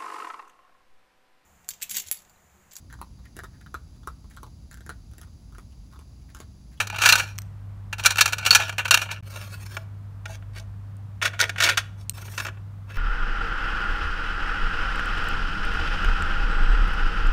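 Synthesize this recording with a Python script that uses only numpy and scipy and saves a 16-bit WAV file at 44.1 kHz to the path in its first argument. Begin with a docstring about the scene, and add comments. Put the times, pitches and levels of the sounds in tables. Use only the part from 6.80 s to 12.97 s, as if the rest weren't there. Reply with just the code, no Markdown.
"""A hand sorts metal-backed acrylic hair clips in the small plastic drawers of a desk cabinet.
First, clips knock on each other and the drawer, scrape over the heap and tick with their metal jaws.
At 2.4 s a second drawer slides open and the sorting goes on there; at 5.3 s a third slides open and
a few light knocks follow. The sound drops out briefly as each slide begins. All along, mains hum fills
the small room, and the hardest knocks drive the close microphone into its limiter."""
import sys
import numpy as np
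from scipy import signal
from scipy.fft import rfft, irfft, next_fast_len
from scipy.io import wavfile
from scipy.ndimage import uniform_filter1d, minimum_filter1d

SR = 44100
rng = np.random.default_rng(int(sys.argv[2]) if len(sys.argv) > 2 else 0)


def transcribe(signal):
    """Save signal, clipped to [-1, 1], as a 16-bit WAV file at the path in sys.argv[1]."""
    frames = np.atleast_2d(signal).T
    limited = np.clip(frames, -1, 1)
    pcm = np.round(limited * 32767).astype(np.int16)
    wavfile.write(sys.argv[1], SR, pcm)


N = 272097
TIME = np.arange(N) / SR


# clips hit each other and the drawer: (t/s, clack level/dB, hardness/dB, time to fade by 60 dB/s)
KNOCKS = [(.002, -18, -3.5, .034), (.007, -24, -0.5, 0.098), (.071, -35, 6.5, 0.032), (.1, -30, -2, 0.012),
          (.16, -32, -0.5, .04), (.186, -27.5, 1, 0.022), (.218, -18.5, 2, 0.081), (.236, -20, -2, 0.061),
          (.253, -18.5, -2, 0.062), (.2585, -8.5, 0.5, 0.046), (.276, -24, 6.5, 0.053),
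          (.2895, -9, 3, 0.056), (.324, -13, 4.5, 0.026), (.355, -20, 5, 0.034), (.382, -27, 6, 0.082),
          (.397, -20, -2.5, 0.055), (1.128, -26, -2.5, 0.046), (1.183, -38, 2.5, .04),
          (1.194, -32.5, 0.5, 0.078), (1.237, -32.5, 7.5, 0.022), (1.248, -19, -1.5, 0.15),
          (1.259, -10, 6, 0.043), (1.306, -25, 8.5, .036), (1.32, -31.5, 5, .027), (1.358, -27.5, 0, .015),
          (1.371, -29, 3, 0.019), (1.383, -16, -1, 0.08), (1.409, -9.5, 4.5, .05), (1.458, -18, 4, 0.027),
          (1.477, -26, 3, 0.071), (1.524, -30, 3, .04), (1.531, -20, 0.5, 0.038), (1.583, -30, 4, 0.039),
          (1.651, -27, 3.5, .04), (1.662, -16.5, 3.5, 0.072), (1.707, -13.5, 3.5, 0.047),
          (1.727, -21.5, 2.5, 0.079), (1.749, -5, 4.5, 0.05), (1.8, -23, -5, 0.12),
          (1.894, -26, -2.5, 0.029), (1.982, -22.5, -1.5, 0.023), (1.991, -21.5, -7, 0.088),
          (2.049, -38, 1.5, 0.027), (2.054, -22, -5.5, 0.039), (2.08, -29, 0.5, .044),
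          (2.1092, -9, 4.5, 0.037), (2.142, -13.5, 7, 0.03), (2.174, -19.5, 0.5, 0.016),
          (2.216, -24.5, 0, 0.09), (2.313, -32, 4.5, 0.074), (2.968, -28, 1, 0.027),
          (3.456, -33, -2.5, 0.034), (3.623, -52, -14, .04), (3.76, -44, 0, .1), (3.797, -53, 13.5, 0.024),
          (4.416, -26.5, -6, 0.069), (4.424, -22.5, 1, 0.095), (4.453, -18.5, 0, .075),
          (4.533, -36.5, -8, 0.12), (4.592, -25.5, -1, 0.03), (4.601, -16, 0.5, 0.037),
          (4.612, -21, 10, 0.021), (4.64, -23.5, -1.5, 0.01), (4.694, -24.5, -2, .028),
          (4.76, -33, -11, 0.032), (4.782, -26.5, -2.5, 0.052), (4.803, -18, 1.5, 0.067),
          (4.823, -19, 4.5, .032), (4.835, -19, 8, 0.11), (4.843, -22.5, 3, 0.03), (4.864, -21.5, 1, 0.042),
          (4.889, -17, -1, 0.032), (4.895, -19, 2, 0.038), (4.973, -17.5, 3.5, 0.074),
          (5.578, -26, 7, 0.067), (5.6, -26, 5.5, 0.042), (5.649, -32.5, 5, 0.055),
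          (5.666, -30.5, 4.5, .05), (5.77, -53.5, -11, 0.057), (6.1, -45, -11, .09)]
def knocks(rows):
    """A run of knocks, each one made afresh and placed at its time."""
    out = np.zeros(N)
    for row in rows:
        add_at(out, row[0], knock(*row))
    return out


def knock(s, clack_db, hardness_db, t60, snap_db=12.5, rise_s=.0011, hold_s=.0016):
    """One contact: a snap, then chatter and reflections between the drawer walls that die quickly."""
    t = TIME[:SR // 8]
    dying_s = np.maximum(t - hold_s, 0)   # the first reflections are as strong as the blow
    force = rng.standard_normal(len(t)) * from_db(-60 * dying_s / t60)
    force *= 1 - np.exp(-t / rise_s)   # the jolt takes a moment to spread through the heap
    force[0] = from_db(snap_db)
    # every clip is struck at another spot, so pitches and levels differ a little each time
    modes = modes_at(s)
    modes[:, 0] *= 1 + .0057 * rng.standard_normal(len(modes))
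    modes[:, 2] += 1.66 * rng.standard_normal(len(modes))
    modes[:, 1] += 20   # Hz wider: the fingers and the heap damp the ringing
    sound = drawer(force, modes, dense_db=-9.5)
    return balance_knock(sound, s, clack_db, hardness_db)


# edges of a knock's four ranges, called thud, clack, ring and sparkle: f/Hz
RANGE_EDGES = [250, 1100, 3300, 7500, 16000]
# an ordinary knock in the first drawer, the second and the cabinet, compared with its clack:
# (thud level/dB, ring level/dB, sparkle level/dB)
KNOCK_TONES = [(-11, -5.5, -13), (-15, -6, -17), (-13, -12.5, -23.5)]
def balance_knock(sound, s, clack_db, hardness_db, ordinary_db=-24.5):
    """Light touches have a larger share of thud; hard contacts ring and sparkle more."""
    thud_db, ring_db, sparkle_db = KNOCK_TONES[place_at(s)]
    thud_db += .35 * (ordinary_db - clack_db)
    levels_db = clack_db + np.array([thud_db, 0, ring_db + hardness_db, sparkle_db + hardness_db])
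    parts = [band(sound, low, high) for low, high in zip(RANGE_EDGES, RANGE_EDGES[1:])]
    onset = int(.008 * SR)   # each range has its level in the first 8 ms
    return sum(from_db(db) * part / np.std(part[:onset]) for db, part in zip(levels_db, parts))


# tone of the plastic's many weak resonances, blurred together: (f/Hz, level/dB)
PLASTIC_TONE = [(200, -16.5), (400, -15), (800, -3), (1400, -3.5), (2000, -1.5), (2800, -2), (4500, 1),
                (6500, -6), (8200, -8), (11000, -8.5), (15500, -6)]
def drawer(force, modes, dense_db):
    """A drawer full of clips rings at a few strong pitches, its modes, over a bed of weak ones."""
    out = from_db(dense_db) * colour(force, PLASTIC_TONE)
    for hz, width_hz, level_db in modes:
        r = np.exp(-np.pi * width_hz / SR)   # share of the ringing left after one sample
        poles = [1, -2 * r * np.cos(2 * np.pi * hz / SR), r * r]
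        ringing = (1 - r * r) / 2 * signal.lfilter([1, 0, -1], poles, force + 1e-18)
        out += from_db(level_db) * ringing
    return out


# pitches at which the two filled drawers and the cabinet ring: (f/Hz, width/Hz, level/dB)
FIRST_DRAWER_MODES = [(948, 100, -7), (1383, 27, -2), (1435, 14, -1), (1494, 79, 5), (1700, 69, 2.5),
                      (2348, 46, -1), (2440, 100, 3.5), (2683, 80, 4), (2833, 60, -5.5), (3100, 44, -9),
                      (3742, 50, -2), (4010, 41, -7.5), (4260, 45, -3), (5364, 40, -12.5),
                      (5640, 170, -5.5), (5840, 190, -6), (6400, 150, -9), (7000, 76, -14), (9160, 37, -9),
                      (9600, 50, -24), (11400, 110, -16)]
SECOND_DRAWER_MODES = [(400, 20, -24), (681, 31, 5.5), (864, 800, -4.5), (1453, 26, 12), (1592, 68, 7),
                       (1820, 130, 7), (2224, 144, 4), (2605, 470, -2.5), (3090, 21, -22), (3420, 150, 0),
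                       (3810, 54, -8.5), (4450, 95, -8), (5380, 94, 1), (5880, 91, -3), (6300, 88, -7),
                       (8260, 120, -15), (8980, 140, -5), (11200, 270, -13)]
CABINET_MODES = [(377, 19, -8), (421, 15, -5), (584, 200, -4), (640, 98, -41), (1100, 160, -2),
                 (1420, 100, 3.5), (1630, 125, 0), (2295, 140, -5.5), (2610, 100, -0.5), (3600, 61, -25),
                 (3670, 69, -13), (4500, 69, -13.5), (5400, 210, -5.5), (6190, 300, -6), (7060, 140, -11),
                 (8830, 910, -11), (11200, 400, -14), (13304, 710, -11)]
def modes_at(s):
    """The modes of whatever the hand is moving at this time."""
    return np.array([FIRST_DRAWER_MODES, SECOND_DRAWER_MODES, CABINET_MODES][place_at(s)], float)


def place_at(s):
    """Where the hand is at s seconds: 0 first drawer, 1 second drawer, 2 cabinet."""
    return 0 if s < 2.42 else 1 if 3.2 < s < 5.32 else 2


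# hard knocks set a clip's metal back ringing: (t/s, f/Hz, level/dB, time to fade by 60 dB/s)
CLINKS = [(.2595, 2700, -16, .05), (.291, 2754, -10, .07), (.3245, 2744, -14, .08),
          (.3245, 4210, -8.5, .06), (1.7077, 4400, 1.5, .04), (1.727, 4430, -11.5, .05),
          (2.109, 2740, -7.5, .06), (2.142, 2740, -6.5, .05)]
def clinks():
    """The metal backs ring at a clear pitch and die quickly."""
    out, t = np.zeros(N), TIME[:SR // 6]
    for s, hz, level_db, t60 in CLINKS:
        add_at(out, s, from_db(level_db) * ring(t, hz, t60))
    return out


# times when the heap is disturbed: (start t/s, end t/s, level/dB)
JOSTLES = [(0.105, .21, -40.5), (1.192, 1.22, -37), (1.601, 1.9, -37.5), (2.227, 2.32, -35.5),
           (2.529, 2.65, -51), (4.649, 4.7, -41.5), (4.899, 4.94, -44), (5.379, 5.52, -45.5),
           (5.587, 5.68, -36)]
def jostles(gap_s=.033, spread_db=4, usual_hardness_db=-4.5, t60=.045):
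    """Loose clips knock lightly at uneven intervals, each with its own strength and hardness."""
    rows = []
    for start, end, level_db in JOSTLES:
        chances = rng.standard_normal((12, 3))
        for slot_s, (late, strong, hard) in zip(np.arange(start, end, gap_s), chances):
            s = slot_s + gap_s * (1 + np.tanh(late)) / 2
            rows.append((s, level_db + spread_db * strong, usual_hardness_db + spread_db * hard, t60))
    return knocks(rows)


# metal jaws tick: (t/s, level/dB, f/Hz, time to fade by 60 dB/s, after-ring level/dB, lowest f/Hz)
TICKS = [(.581, -32, 6370, 0.012, 0, 2000), (0.5866, -21.5, 5790, 0.0067, -4.5, 1000),
         (0.619, -37, 6050, 0.0078, -8, 1224), (0.622, -51, 6300, .01, -1, 3100),
         (4.168, -49.5, 8760, 0.0096, -15, 4000), (5.2957, -16.5, 8380, 0.0095, -5, 2606),
         (5.31, -43, 8500, 0.0096, -15, 2700)]
# the after-ring of the thin metal: (f/Hz, level/dB, time to fade by 60 dB/s)
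JAW_MODES = [(4190, -16, 0.036), (8350, -32, 0.13), (8700, -23, 0.049), (13900, -14, 0.035)]
# tone of the crack of metal on metal: (f/Hz, level/dB)
CRACK_TONE = [(1500, 1.5), (3100, -4), (4400, -5.5), (6000, -9), (8400, -3), (10400, -16), (13500, -4),
              (15500, -6)]
def jaw_ticks(crack_db=6, crack_s=.00098):
    """Metal touches metal: a tiny crack, a short bright ring and a faint longer one."""
    out, t = np.zeros(N), TIME[:SR // 10]
    after_ring = sum(from_db(db) * ring(t, hz, t60) for hz, db, t60 in JAW_MODES)
    for s, level_db, hz, t60, after_db, lowest_hz in TICKS:
        crack = colour(rng.standard_normal(len(t)) * np.exp(-t / crack_s), CRACK_TONE)
        tick = ring(t, hz, t60) + from_db(crack_db) * crack + from_db(after_db) * after_ring
        for _ in range(2):   # the smaller the part, the less bass it gives off
            tick = band(tick, lowest_hz, 16000)
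        add_at(out, s, from_db(level_db) * tick)
    return out


# fingers push the clips: (start t/s, rise/s, hold/s, fall/s, scrape level/dB, hiss level/dB)
PUSHES = [(.05, 0.085, .08, 0.054, -41, -59), (.17, 0.073, 0.049, 0.22, -23, -31),
          (1.2, 0.11, 0.0092, 0.048, -34.5, -63), (1.37, 0.055, .02, .09, -34, -46),
          (1.56, 0.053, 0.095, 0.068, -36, -51), (1.7, 0.044, 0.018, 0.19, -27, -42),
          (2.105, 0.028, 0.009, 0.081, -23, -31.5), (2.28, 0.044, 0.0057, 0.073, -37.5, -55),
          (2.47, 0.094, 0.058, 0.043, -43, -52.5), (3.465, 0.035, 0.041, 0.037, -45, -49),
          (3.725, 0.039, .025, .06, -50.5, -56), (4.42, 0.028, .01, 0.047, -27, -45),
          (4.585, 0.04, 0.012, 0.039, -25, -40), (4.77, 0.061, 0.072, 0.053, -25, -39.5),
          (5.165, .035, 0.0095, .05, -59, -57.5), (6.07, 0.042, .06, .08, -43.5, -59.5)]
def heap_scrapes():
    """Clips drag over the heap with a coarse, grainy scrape."""
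    return friction(PUSHES, slips_per_s=440, grain_db=3.5, smooth_db=-4.5,
                    uneven_db=2, echo_s=.004, dense_db=-15)


# drawers slide open: (start t/s, rise/s, hold/s, fall/s, scrape level/dB, hiss level/dB)
SLIDES = [(2.39, 0.14, 0.42, 0.1, -49.5, -52.5), (5.32, .04, 0.28, 0.029, -48.5, -47.5)]
def drawer_slides():
    """Drawers rub along their runners with a finer grain and a more uneven level."""
    return friction(SLIDES, slips_per_s=970, grain_db=2, smooth_db=2.5,
                    uneven_db=4.2, echo_s=.0031, dense_db=-6.5)


def friction(strokes, slips_per_s, grain_db, smooth_db, uneven_db, echo_s, dense_db):
    """Plastic rubs on plastic: tiny slips of uneven size set the drawer ringing."""
    out = np.zeros(N)
    for start, rise_s, hold_s, fall_s, scrape_db, hiss_db in strokes:
        slips = (rng.random(SR) < slips_per_s / SR) * rng.standard_normal(SR)
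        slips *= from_db(grain_db * rng.standard_normal(SR))
        force = rms_one(slips) + from_db(smooth_db) * rng.standard_normal(SR)
        force *= from_db(uneven_db * drift(per_s=70)[:SR])
        body = drawer(wall_echoes(force, echo_s), modes_at(start + rise_s), dense_db)
        scrape = from_db(scrape_db) * rms_one(band(body, 300, 4500))
        hiss = from_db(hiss_db) * rms_one(band(body, 5000, 19000))
        add_at(out, start, (scrape + hiss) * stroke_gain(TIME[:SR], rise_s, hold_s, fall_s))
    return out


def stroke_gain(t, rise_s, hold_s, fall_s, depth_db=28.5):
    """A push gathers speed from depth_db under its full level, holds it and comes to rest."""
    rising = np.maximum(1 - t / rise_s, 0)
    falling = np.maximum(t - rise_s - hold_s, 0) / fall_s
    return from_db(-depth_db * np.minimum(rising + falling, 2) ** 2)


def wall_echoes(force, echo_s):
    """Quick echoes between the walls give a hollow tone that changes as the place of contact moves."""
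    hop = SR // 16
    padded = np.pad(force, (hop, 3 * hop))
    out = np.zeros(len(padded))
    for at in range(0, len(force) + hop, hop):
        echoes = rng.standard_normal(hop) * np.exp(-TIME[:hop] / echo_s)
        piece = padded[at:at + 2 * hop] * signal.windows.cosine(2 * hop)
        out[at:at + 3 * hop - 1] += signal.fftconvolve(piece, rms_one(echoes))
    return out[hop:hop + len(force)]


# a fingertip bumps the drawer: (t/s, level/dB, f/Hz that this spot favours)
BUMPS = [(.127, -25.5, 953), (1.624, -36, 704), (1.794, -22.5, 766), (1.823, -35, 704), (1.878, -40, 600),
         (2.115, -20, 500), (2.968, -31.5, 624), (3.456, -35, 696), (3.494, -30, 695), (3.76, -40, 560),
         (3.797, -43, 617), (5.649, -31, 903)]
# low pitches at which the drawer's floor rings: (f/Hz, level/dB, time to fade by 60 dB/s)
FLOOR_MODES = [(380, -14, .08), (435, -10, 0.071), (550, -11.5, .04), (653, -6.5, 0.12), (845, 0, 0.065)]
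def finger_bumps(vary_db=2.5, soft_s=.002, fall_db_per_octave=12.5):
    """A soft touch rings only the low, hollow modes; the spot that is touched sets their mix."""
    out, t = np.zeros(N), TIME[:SR // 4]
    soft_start = 1 - np.exp(-t / soft_s)
    for s, level_db, favoured_hz in BUMPS:
        for hz, mode_db, t60 in FLOOR_MODES:
            octaves_away = abs(np.log2(hz / favoured_hz))
            spot_db = vary_db * rng.standard_normal() - fall_db_per_octave * octaves_away
            add_at(out, s, from_db(level_db + mode_db + spot_db) * ring(t, hz, t60) * soft_start)
    return out


# tone of the room's echo: (f/Hz, level/dB)
ECHO_TONE = [(200, 11), (1000, -2.5), (3000, -5), (6000, -9.5), (10000, -8.5), (16000, -11.5)]
def room_echo(x, t60=.38, rise_s=.0053, gain_db=-15):
    """A small room answers with a soft, duller tail."""
    t = TIME[:SR // 2]
    tail = rng.standard_normal(len(t)) * from_db(-60 * t / t60)
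    tail *= 1 - np.exp(-t / rise_s)
    tail = colour(tail / np.linalg.norm(tail), ECHO_TONE)
    return from_db(gain_db) * signal.fftconvolve(x, tail)[:N]


# mains hum and two faint steady tones: (f/Hz, level/dB)
HUM_TONES = [(100.05, -38), (160, -64), (270, -68)]
# how loud the deep drone is over time: (t/s, level/dB)
DRONE_LEVELS = [(0, -57.5), (1.2, -46.5), (1.7, -57.5), (3.1, -56),
                (3.75, -43), (4.25, -57), (4.8, -52.5), (6.17, -53)]
def hum_and_drone(waver_db=.34, drone_hz=49):
    """The mains hum wavers slightly while a deep drone swells and sinks."""
    tones = [(hz, db + waver_db * drift(per_s=5)) for hz, db in HUM_TONES]
    tones.append((drone_hz, np.interp(TIME, *np.transpose(DRONE_LEVELS))))
    return sum(from_db(db) * np.sqrt(2) * np.sin(2 * np.pi * (hz * TIME + rng.random()))
               for hz, db in tones)


# tone of the room's air: (f/Hz, level/dB)
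AIR_TONE = [(25, -33.5), (40, -19), (60, 6), (90, 0), (145, 0.5), (195, -4), (250, -16), (330, -20),
            (430, -22), (600, -21), (1200, -21), (2500, -33.5), (6000, -41.5), (15500, -47.5)]
def room_air(level_db=-47):
    """The low, steady rush of the room."""
    return from_db(level_db) * rms_one(colour(rng.standard_normal(N), AIR_TONE))


def from_db(db):
    """Turn decibels into a number to multiply by."""
    return 10 ** (np.asarray(db) / 20)


def rms_one(x):
    """Scale a sound to an average strength (rms) of 1."""
    return x / np.sqrt(np.mean(x ** 2) + 1e-20)


def add_at(out, s, sound):
    """Mix a sound into out, starting at s seconds."""
    at = int(s * SR)
    out[at:at + len(sound)] += sound[:N - at]


def band(x, low_hz, high_hz):
    """Keep what lies between two frequencies."""
    band_pass = signal.butter(3, [low_hz, high_hz], "band", fs=SR, output="sos")
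    return signal.sosfilt(band_pass, x + 1e-18)


def colour(x, tone):
    """Shape a sound's tone by (f/Hz, level/dB) points."""
    size = 2 * next_fast_len(len(x))
    hz, level_db = np.transpose(tone)
    gain = from_db(np.interp(np.log(np.fft.rfftfreq(size, 1 / SR) + 1), np.log(hz), level_db))
    cepstrum = irfft(np.log(gain))[:size // 2]
    cepstrum[1:] *= 2   # minimum phase, so that nothing sounds early
    return irfft(rfft(x, size) * np.exp(rfft(cepstrum, size)))[:len(x)]


def drift(per_s):
    """Glide from one random value to the next, per_s times a second."""
    points = rng.standard_normal(N // 20)
    return np.interp(TIME * per_s, np.arange(len(points)), points)


def ring(t, hz, t60):
    """One struck pitch that fades by 60 dB in t60 seconds."""
    return np.sin(2 * np.pi * hz * t) * from_db(-60 * t / t60)


def scene():
    """Clips and drawers close to the microphone, in the humming room."""
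    background = hum_and_drone() + room_air()
    close = heap_scrapes() + drawer_slides() + clinks() + jaw_ticks() + finger_bumps()
    close = close + knocks(KNOCKS) + jostles()
    return (close + room_echo(close) + background)[None]


def limiter(x, release_db_per_s=1500):
    """Turn the level down just ahead of each peak above full scale, and back up within milliseconds."""
    over_db = 20 * np.log10(np.maximum(np.abs(x), 1))
    nearby_peak_db = -minimum_filter1d(-over_db, size=33)
    recovery = release_db_per_s * TIME
    held_db = np.maximum.accumulate(nearby_peak_db + recovery) - recovery
    return x * from_db(-uniform_filter1d(held_db, size=33))


# the sound drops out briefly: (start t/s, end t/s)
DROPOUTS = [(2.408, 2.426), (5.3267, 5.335)]
def record(dry, dropout_db=-38, cutoff_hz=15600):
    """The hardest knocks are held at full scale, the sound drops out twice, the top treble is cut."""
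    gain = np.ones(N)
    for start, end in DROPOUTS:
        gain[int(start * SR):int(end * SR)] = from_db(dropout_db)
    limited = limiter(dry[0]) * uniform_filter1d(gain, size=90)
    low_pass = signal.ellip(10, .1, 70, cutoff_hz, fs=SR, output="sos")
    return signal.sosfilt(low_pass, limited[None])


dry = scene()
out = record(dry)
transcribe(out)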